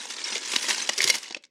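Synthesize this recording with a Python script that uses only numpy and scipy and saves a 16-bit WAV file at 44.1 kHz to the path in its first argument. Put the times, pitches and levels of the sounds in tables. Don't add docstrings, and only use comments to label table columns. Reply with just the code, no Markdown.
import sys
import numpy as np
from scipy import signal
from scipy.fft import rfft, irfft, next_fast_len
from scipy.io import wavfile
from scipy.ndimage import map_coordinates

SR = 44100
rng = np.random.default_rng(int(sys.argv[2]) if len(sys.argv) > 2 else 0)


def materialize(psi):
    bounded = np.clip(np.atleast_2d(psi).T, -1, 1)
    quanta = np.round(bounded * 32767).astype(np.int16)
    wavfile.write(sys.argv[1], SR, quanta)


N = 66150
T = np.arange(SR // 5) / SR
RISE_S = 0.00059

# time_s, level_db
STIRRING = [(0, -36.5), (.085, -40.5), (.105, -35.5), (.15, -40.5), (.21, -36), (.235, -41), (.255, -32),
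            (.29, -35), (.33, -32.5), (.37, -32.5), (.39, -41), (.415, -38), (.44, -34), (.47, -38),
            (.485, -32.5), (.51, -33), (.53, -29), (.605, -34.5), (.635, -29), (.68, -33), (.692, -25),
            (.718, -26.5), (.73, -26.5), (.76, -32), (.835, -32), (.86, -35.5), (.915, -38), (.965, -39.5),
            (1.0, -35.5), (1.06, -30.5), (1.12, -33.5), (1.16, -32), (1.2, -44.5), (1.275, -45),
            (1.295, -50), (1.37, -55.5), (1.395, -74), (1.46, -72), (1.5, -93.5)]
# frequency_hz, level_db
HEAP_TONE = [(30, -27), (70, -32), (125, -18), (168, -27), (218, -2.5), (370, 0), (520, -2.5), (700, -7.5),
             (950, -1.5), (1400, -8), (3000, -37)]


def crunch():
    # frequency_hz, level_db
    tick_tone = [(100, -49.5), (700, -20), (1000, -8), (1300, -8.5), (1700, 0.5), (2100, -1), (3300, -0.5),
                 (4300, -1.5), (6000, 0), (8000, -5), (10000, -11), (12000, -26.5), (15500, -33)]
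    # time_s, level_db
    wall_levels = [(0, -16), (.93, -12), (1.0, -6), (1.27, -13.5), (1.4, -7)]
    crunch_db, clump_db, tinkle_db, ring_cycles = -1.35, 1.52, -8.5, 46
    effort_db = curve(STIRRING) + clump_db * wobble(per_s=170)
    hits = contacts(per_s=4500, samples=N)
    starts = np.flatnonzero(hits)[:, None]
    pitch_hz = rng.uniform(1001, 14780, N)[starts]
    steps = np.arange(SR // 50)
    grains = hits[starts] * np.sqrt(pitch_hz) * ring(pitch_hz, ring_cycles / pitch_hz, steps / SR)
    ringing = np.bincount((starts + steps).ravel(), grains.ravel(), N)[:N]
    ticks = unit(with_tone(unit(ringing) + 0.79 * unit(hits), tick_tone))
    wall = amp(curve(wall_levels)) * unit(signal.fftconvolve(hits, wall_ring())[:N])
    return amp(effort_db + crunch_db) * (ticks + wall + amp(tinkle_db) * tinkles())


def clacks():
    # start_s, level_db, length_s, pitch_hz, heap_db, wall_db (last two relative)
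    slips = [ (0.054, -35.5, 0.0039, 6080, -5.5, -24), (0.1002, -36.5, 0.011, 5360, -14, -20),
             (.1020, -37.5, 0.006, 1310, -10, -23), (0.1654, -35.5, 0.0042, 4800, -10, -20),
             (0.184, -33, 0.0033, 3500, -9.5, -15), (.2150, -34, 0.0041, 3400, -15, -23),
             (0.279, -33, 0.006, 5460, -14.5, -12), (0.302, -33, 0.0064, 6130, -11, -24),
             (.3230, -32, .008, 3200, -7.5, -20), (0.35, -28.5, 0.0032, 6450, -29, -3),
             (0.3546, -21.5, 0.0018, 3450, -20, -13), (0.366, -33.5, 0.0077, 3000, -20, -2),
             (0.379, -30.5, 0.0037, 6400, -25, -20), (0.433, -35.5, 0.0044, 2000, -33, -20),
             (0.456, -32.5, 0.0065, 5700, -37, -12), (0.4755, -32.5, 0.004, 5700, -29, -26),
             (0.517, -30, 0.0057, 8000, -20, -22), (0.535, -24, 0.0033, 2600, -6.5, -19),
             (0.5413, -31, .003, 4930, -12, -20), (.5595, -19.5, 0.0012, 1900, -6, -15),
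             (0.5617, -17, 0.0027, 5000, -17.5, -6), (0.583, -34.5, .007, 3000, -28, -18),
             (0.6273, -30.5, 0.0074, 5450, -22, -24), (0.641, -32.5, 0.0068, 5000, -5, -25),
             (0.6838, -25.5, 0.0062, 5000, -10, -26), (0.6995, -28, 0.003, 8700, -17, -15),
             (0.703, -19, 0.0014, 1630, -24, -26), (0.708, -19, 0.0027, 3470, -21, -27),
             (0.7453, -26.5, 0.0027, 4970, -28, -25), (0.779, -29, 0.0054, 4570, -13, -22),
             (0.8738, -30.5, 0.0038, 5330, -30, -22), (.8900, -19.5, 0.003, 3100, -13.5, -5),
             (.8920, -20.5, 0.004, 6700, -25, -12), (0.8944, -22, 0.0035, 1880, -13, -17),
             (0.932, -30.5, 0.0074, 5050, -26, -11), (0.926, -38.5, 0.0045, 4000, -18, -16.5),
             (0.978, -23.5, 0.0089, 5260, -21.5, -10.5), (0.988, -25.5, 0.0034, 5370, -21, -12),
             (1.005, -18, 0.0017, 1990, -18, 1), (1.017, -21.5, 0.0041, 5200, -31, -8),
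             (1.0273, -24, 0.008, 3350, -16, -10), (1.0402, -21.5, 0.0013, 9500, -28, -19),
             (1.0408, -14, 0.0037, 5020, -32, -12), (1.0745, -20.5, 0.0074, 4260, -29, -11),
             (1.084, -24.5, 0.0042, 6000, -13.5, -17.5), (1.0927, -26, 0.0054, 5030, -20.5, 0.5),
             (1.098, -17.5, 0.0031, 4550, -26, -2), (1.101, -16, 0.0055, 5460, -31, -4),
             (1.1412, -29.5, 0.009, 3300, -9.5, 0), (1.1523, -24, 0.0035, 5600, -14.5, -1.5),
             (1.1823, -32, 0.0042, 4930, -28, -11), (1.229, -35, 0.0054, 5640, -25, -18),
             (1.2373, -40.5, 0.011, 2720, -26.5, -7.5), (1.257, -45, 0.0082, 2090, -21.5, 3),
             (1.2790, -38, 0.0041, 4030, -13.5, -5), (1.2993, -37.5, 0.0014, 4360, -14, -19),
             (1.3072, -35.5, 0.0044, 4050, -9.5, -2), (1.3244, -34, 0.0027, 4600, -15, -10),
             (1.347, -27, 0.0021, 2840, -14.5, -16), (1.367, -44.5, 0.01, 3530, -11, -3.5),
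             (1.425, -58, .003, 12500, -12, -23), (1.4378, -39.5, 0.0011, 3980, -28, -24),
             (1.4408, -48, 0.0032, 3940, -22, -9), (1.4500, -47.5, 0.0026, 5500, -20, -22),
             (1.465, -65, 0.0027, 4500, -14.5, -17)]
    # frequency_hz, level_db
    clack_tone = [(100, -50.5), (500, -17.5), (1300, -5.5), (2000, 5), (4000, 2.5), (6000, 4.5), (8000, 0),
                  (10500, -8), (13000, -12), (15500, -24)]
    peak_db, peak_octaves, fall_s = 7.5, 0.18, 0.002

    def piece_db(hz, pitch_hz):
        octaves = np.log2((hz + 1) / pitch_hz)
        peak = peak_db * np.exp(-.5 * (octaves / peak_octaves) ** 2)
        return along(clack_tone, hz) + peak - 7 * np.maximum(octaves - .5, 0)

    out = np.zeros(N)
    for start_s, level_db, length_s, pitch_hz, heap_db, wall_db in slips:
        shape = np.minimum(T / RISE_S, 1) * np.exp(-np.maximum(T - 0.83 * length_s, 0) / fall_s)
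        hits = shape * contacts(per_s=9000, samples=len(T))
        piece = burst(coloured(hits, lambda hz: piece_db(hz, pitch_hz)), length_s)
        thud = with_tone(fading_noise(fade_s=0.034), HEAP_TONE)
        heap = amp(heap_db) * burst(thud, length_s)
        wall = amp(wall_db) * burst(wall_ring(), length_s)
        add(out, start_s, amp(level_db) * (piece + heap + wall))
    return out


def wall_ring():
    # pitch_hz, level_db, fade_s
    wall_notes = [(2108, 0, 0.036), (2918, -14, 0.12), (3367, -9, 0.045), (4060, -10, 0.068),
                  (4760, -17.5, 0.1), (4530, -7, 0.064), (4670, -16, 0.08), (4941, -18, 0.079),
                  (5210, -15, 0.07), (5540, -9.5, 0.087), (5900, -13, 0.043), (6440, -9, 0.046)]
    out = np.zeros(len(T))
    for pitch_hz, level_db, fade_s in wall_notes:
        gain = amp(level_db + rng.normal(0, 0.99))
        out += gain * ring(pitch_hz * rng.normal(1, 0.0033), fade_s) * rng.choice([-1, 1])
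    return out * onset(RISE_S)


def pings():
    # start_s, level_db, pitch_hz, fade_s
    notes = [(0.2414, -18, 5470, .035), (.3548, -20, 2360, 0.017), (0.5618, -11, 2900, 0.011),
             (0.5622, -11.5, 3820, 0.013), (.7085, -13.5, 1730, .017), (.8228, -19, 6184, 0.03),
             (1.0046, -8, 2155, 0.016), (1.0418, -14.5, 5040, .016), (1.084, -22, 6760, .014),
             (1.1005, -10.5, 2164, 0.034), (1.3463, -16, 2540, 0.013), (1.3461, -24.5, 5470, 0.018)]
    out = np.zeros(N)
    for start_s, level_db, pitch_hz, fade_s in notes:
        add(out, start_s, amp(level_db) * ring(pitch_hz, fade_s) * onset(rise_s=0.00037))
    return out


def tinkles():
    per_s, middle_hz, range_octaves = 130, 5960, 1.5
    out = np.zeros(N)
    for when, height, strength in rng.random((int(per_s * N / SR), 3)):
        pitch_hz = middle_hz * 2 ** (range_octaves * (height - .5))
        note = ring(pitch_hz, fade_s=0.024) * onset(RISE_S)
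        add(out, when * N / SR, amp(6.3 * strength - 7 * height) * note)
    return unit(out)


def thumps():
    # start_s, level_db, pitch_hz, fade_s
    shifts = [(.358, -38, 473, 0.08), (.7060, -33, 977, 0.042), (.8910, -36.5, 570, 0.037),
              (.8915, -32, 988, 0.033), (0.986, -36.5, 400, 0.094), (1.0410, -38.5, 790, 0.02),
              (1.043, -31, 108, 0.065), (1.047, -35, 381, 0.085), (1.096, -36, 522, 0.068),
              (1.307, -36, 327, 0.027), (1.3062, -43.5, 749, 0.028), (1.3653, -39.5, 337, 0.021),
              (1.366, -38.5, 570, 0.027)]
    low_cut_hz = 247
    out = np.zeros(N)
    for start_s, level_db, pitch_hz, fade_s in shifts:
        rub = coloured(fading_noise(fade_s), lambda hz: -14 * np.log2((hz + 1) / pitch_hz) ** 2)
        thump = unit(ring(pitch_hz, fade_s)) + 0.62 * unit(rub)
        add(out, start_s, amp(level_db) * burst(thump, fade_s / 6))
    return signal.sosfilt(signal.butter(3, low_cut_hz, 'high', fs=SR, output='sos'), out)


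def shuffle():
    usual_db, follow, end_s, fall_s = -49.5, 0.74, 1.37, 0.021
    stir_db = curve(STIRRING)
    moving = np.exp(-np.maximum(np.arange(N) / SR - end_s, 0) / fall_s)
    bumps = unit(with_tone(contacts(per_s=1500, samples=N), HEAP_TONE))
    level_db = usual_db + follow * (stir_db - np.median(stir_db)) + 0.39 * wobble(per_s=40)
    return moving * amp(level_db) * bumps


def with_echoes(x):
    # frequency_hz, fade_s
    room_fades = [(200, 0.34), (2000, 0.24), (12000, 0.07)]
    room_db, hollow_db, change_s = -21, -12.5, 0.06
    hz, t, spectrum = signal.stft(rng.standard_normal(SR // 2), SR, nperseg=256)
    fading = amp(-60 * t / along(room_fades, hz)[:, None])
    room = signal.istft(spectrum * fading, SR, nperseg=256)[1]
    out = x + amp(room_db) * echo(x, room)
    for time_s in np.arange(0, N / SR + change_s, change_s):
        share = np.maximum(1 - np.abs(np.arange(N) / SR - time_s) / change_s, 0)
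        hollow = fading_noise(fade_s=0.017) * (T > .001)
        out += amp(hollow_db) * echo(x * np.sqrt(share), hollow)
    return out


def hush():
    # frequency_hz, level_db
    hush_tone = [(20, 4), (70, -1), (300, 26.5), (1000, -7), (6000, -25), (15000, -35.5)]
    return amp(-77.5) * unit(with_tone(rng.standard_normal(N), hush_tone))


def contacts(per_s, samples):
    spread_db = 3.5
    hits = (rng.random(samples) < per_s / SR) * rng.choice([-1, 1], samples)
    return hits * amp(spread_db * np.minimum(rng.exponential(size=samples), 2.6))


def ring(hz, fade_s, t=T):
    return np.sin(2 * np.pi * hz * t) * amp(-60 * t / fade_s)


def fading_noise(fade_s):
    return rng.standard_normal(len(T)) * amp(-60 * T / fade_s)


def onset(rise_s):
    return 1 - np.exp(-T / rise_s)


def echo(x, response):
    return signal.fftconvolve(x, response / np.linalg.norm(response))[:N]


def amp(db):
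    return 10 ** (np.asarray(db) / 20)


def unit(x):
    return x / np.sqrt(np.mean(x ** 2) + 1e-20)


def burst(x, seconds):
    return x * np.sqrt(seconds * SR / (np.sum(x ** 2) + 1e-20))


def curve(points):
    return np.interp(np.arange(N) / SR, *np.transpose(points))


def along(points, hz):
    frequencies, values = np.transpose(points)
    return np.interp(np.log(hz + 1), np.log(frequencies + 1), values)


def wobble(per_s):
    return map_coordinates(rng.standard_normal(int(N * per_s / SR) + 4), [np.arange(N) * per_s / SR])


def coloured(x, db_at):
    size = 2 * next_fast_len(len(x))
    gain = amp(db_at(np.fft.rfftfreq(size, 1 / SR)))
    cepstrum = irfft(np.log(gain + 1e-6))
    cepstrum[1:size // 2] *= 2
    cepstrum[size // 2 + 1:] = 0
    return irfft(rfft(x, size) * np.exp(rfft(cepstrum)))[:len(x)]


def with_tone(x, tone):
    return coloured(x, lambda hz: along(tone, hz))


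def filtered(x, gain):
    size = next_fast_len(N + SR // 2)
    return irfft(rfft(x, size) * gain(np.fft.rfftfreq(size, 1 / SR)), size)[..., :N]


def add(track, start_s, x):
    start = max(round(start_s * SR), 0)
    track[start:start + len(x)] += x[:max(N - start, 0)]


def scene():
    # time_s, level_db
    treble_levels = [(0, -4), (.11, 1.5), (.22, -10), (.4, -4), (.6, 5), (.89, -3.5), (.96, 2), (1.04, 6),
                     (1.17, 7.5), (1.27, -3), (1.32, -18), (1.5, -13)]
    treble_from_hz = 9470
    pieces = with_echoes(crunch() + shuffle() + clacks() + pings() + thumps())
    treble = filtered(pieces, lambda hz: 1 - 1 / (1 + (hz / treble_from_hz) ** 14))
    return (pieces + (amp(curve(treble_levels)) - 1) * treble + hush())[None]


def record(dry):
    return filtered(dry, lambda hz: hz < 15900)


dry = scene()
out = record(dry)
materialize(out)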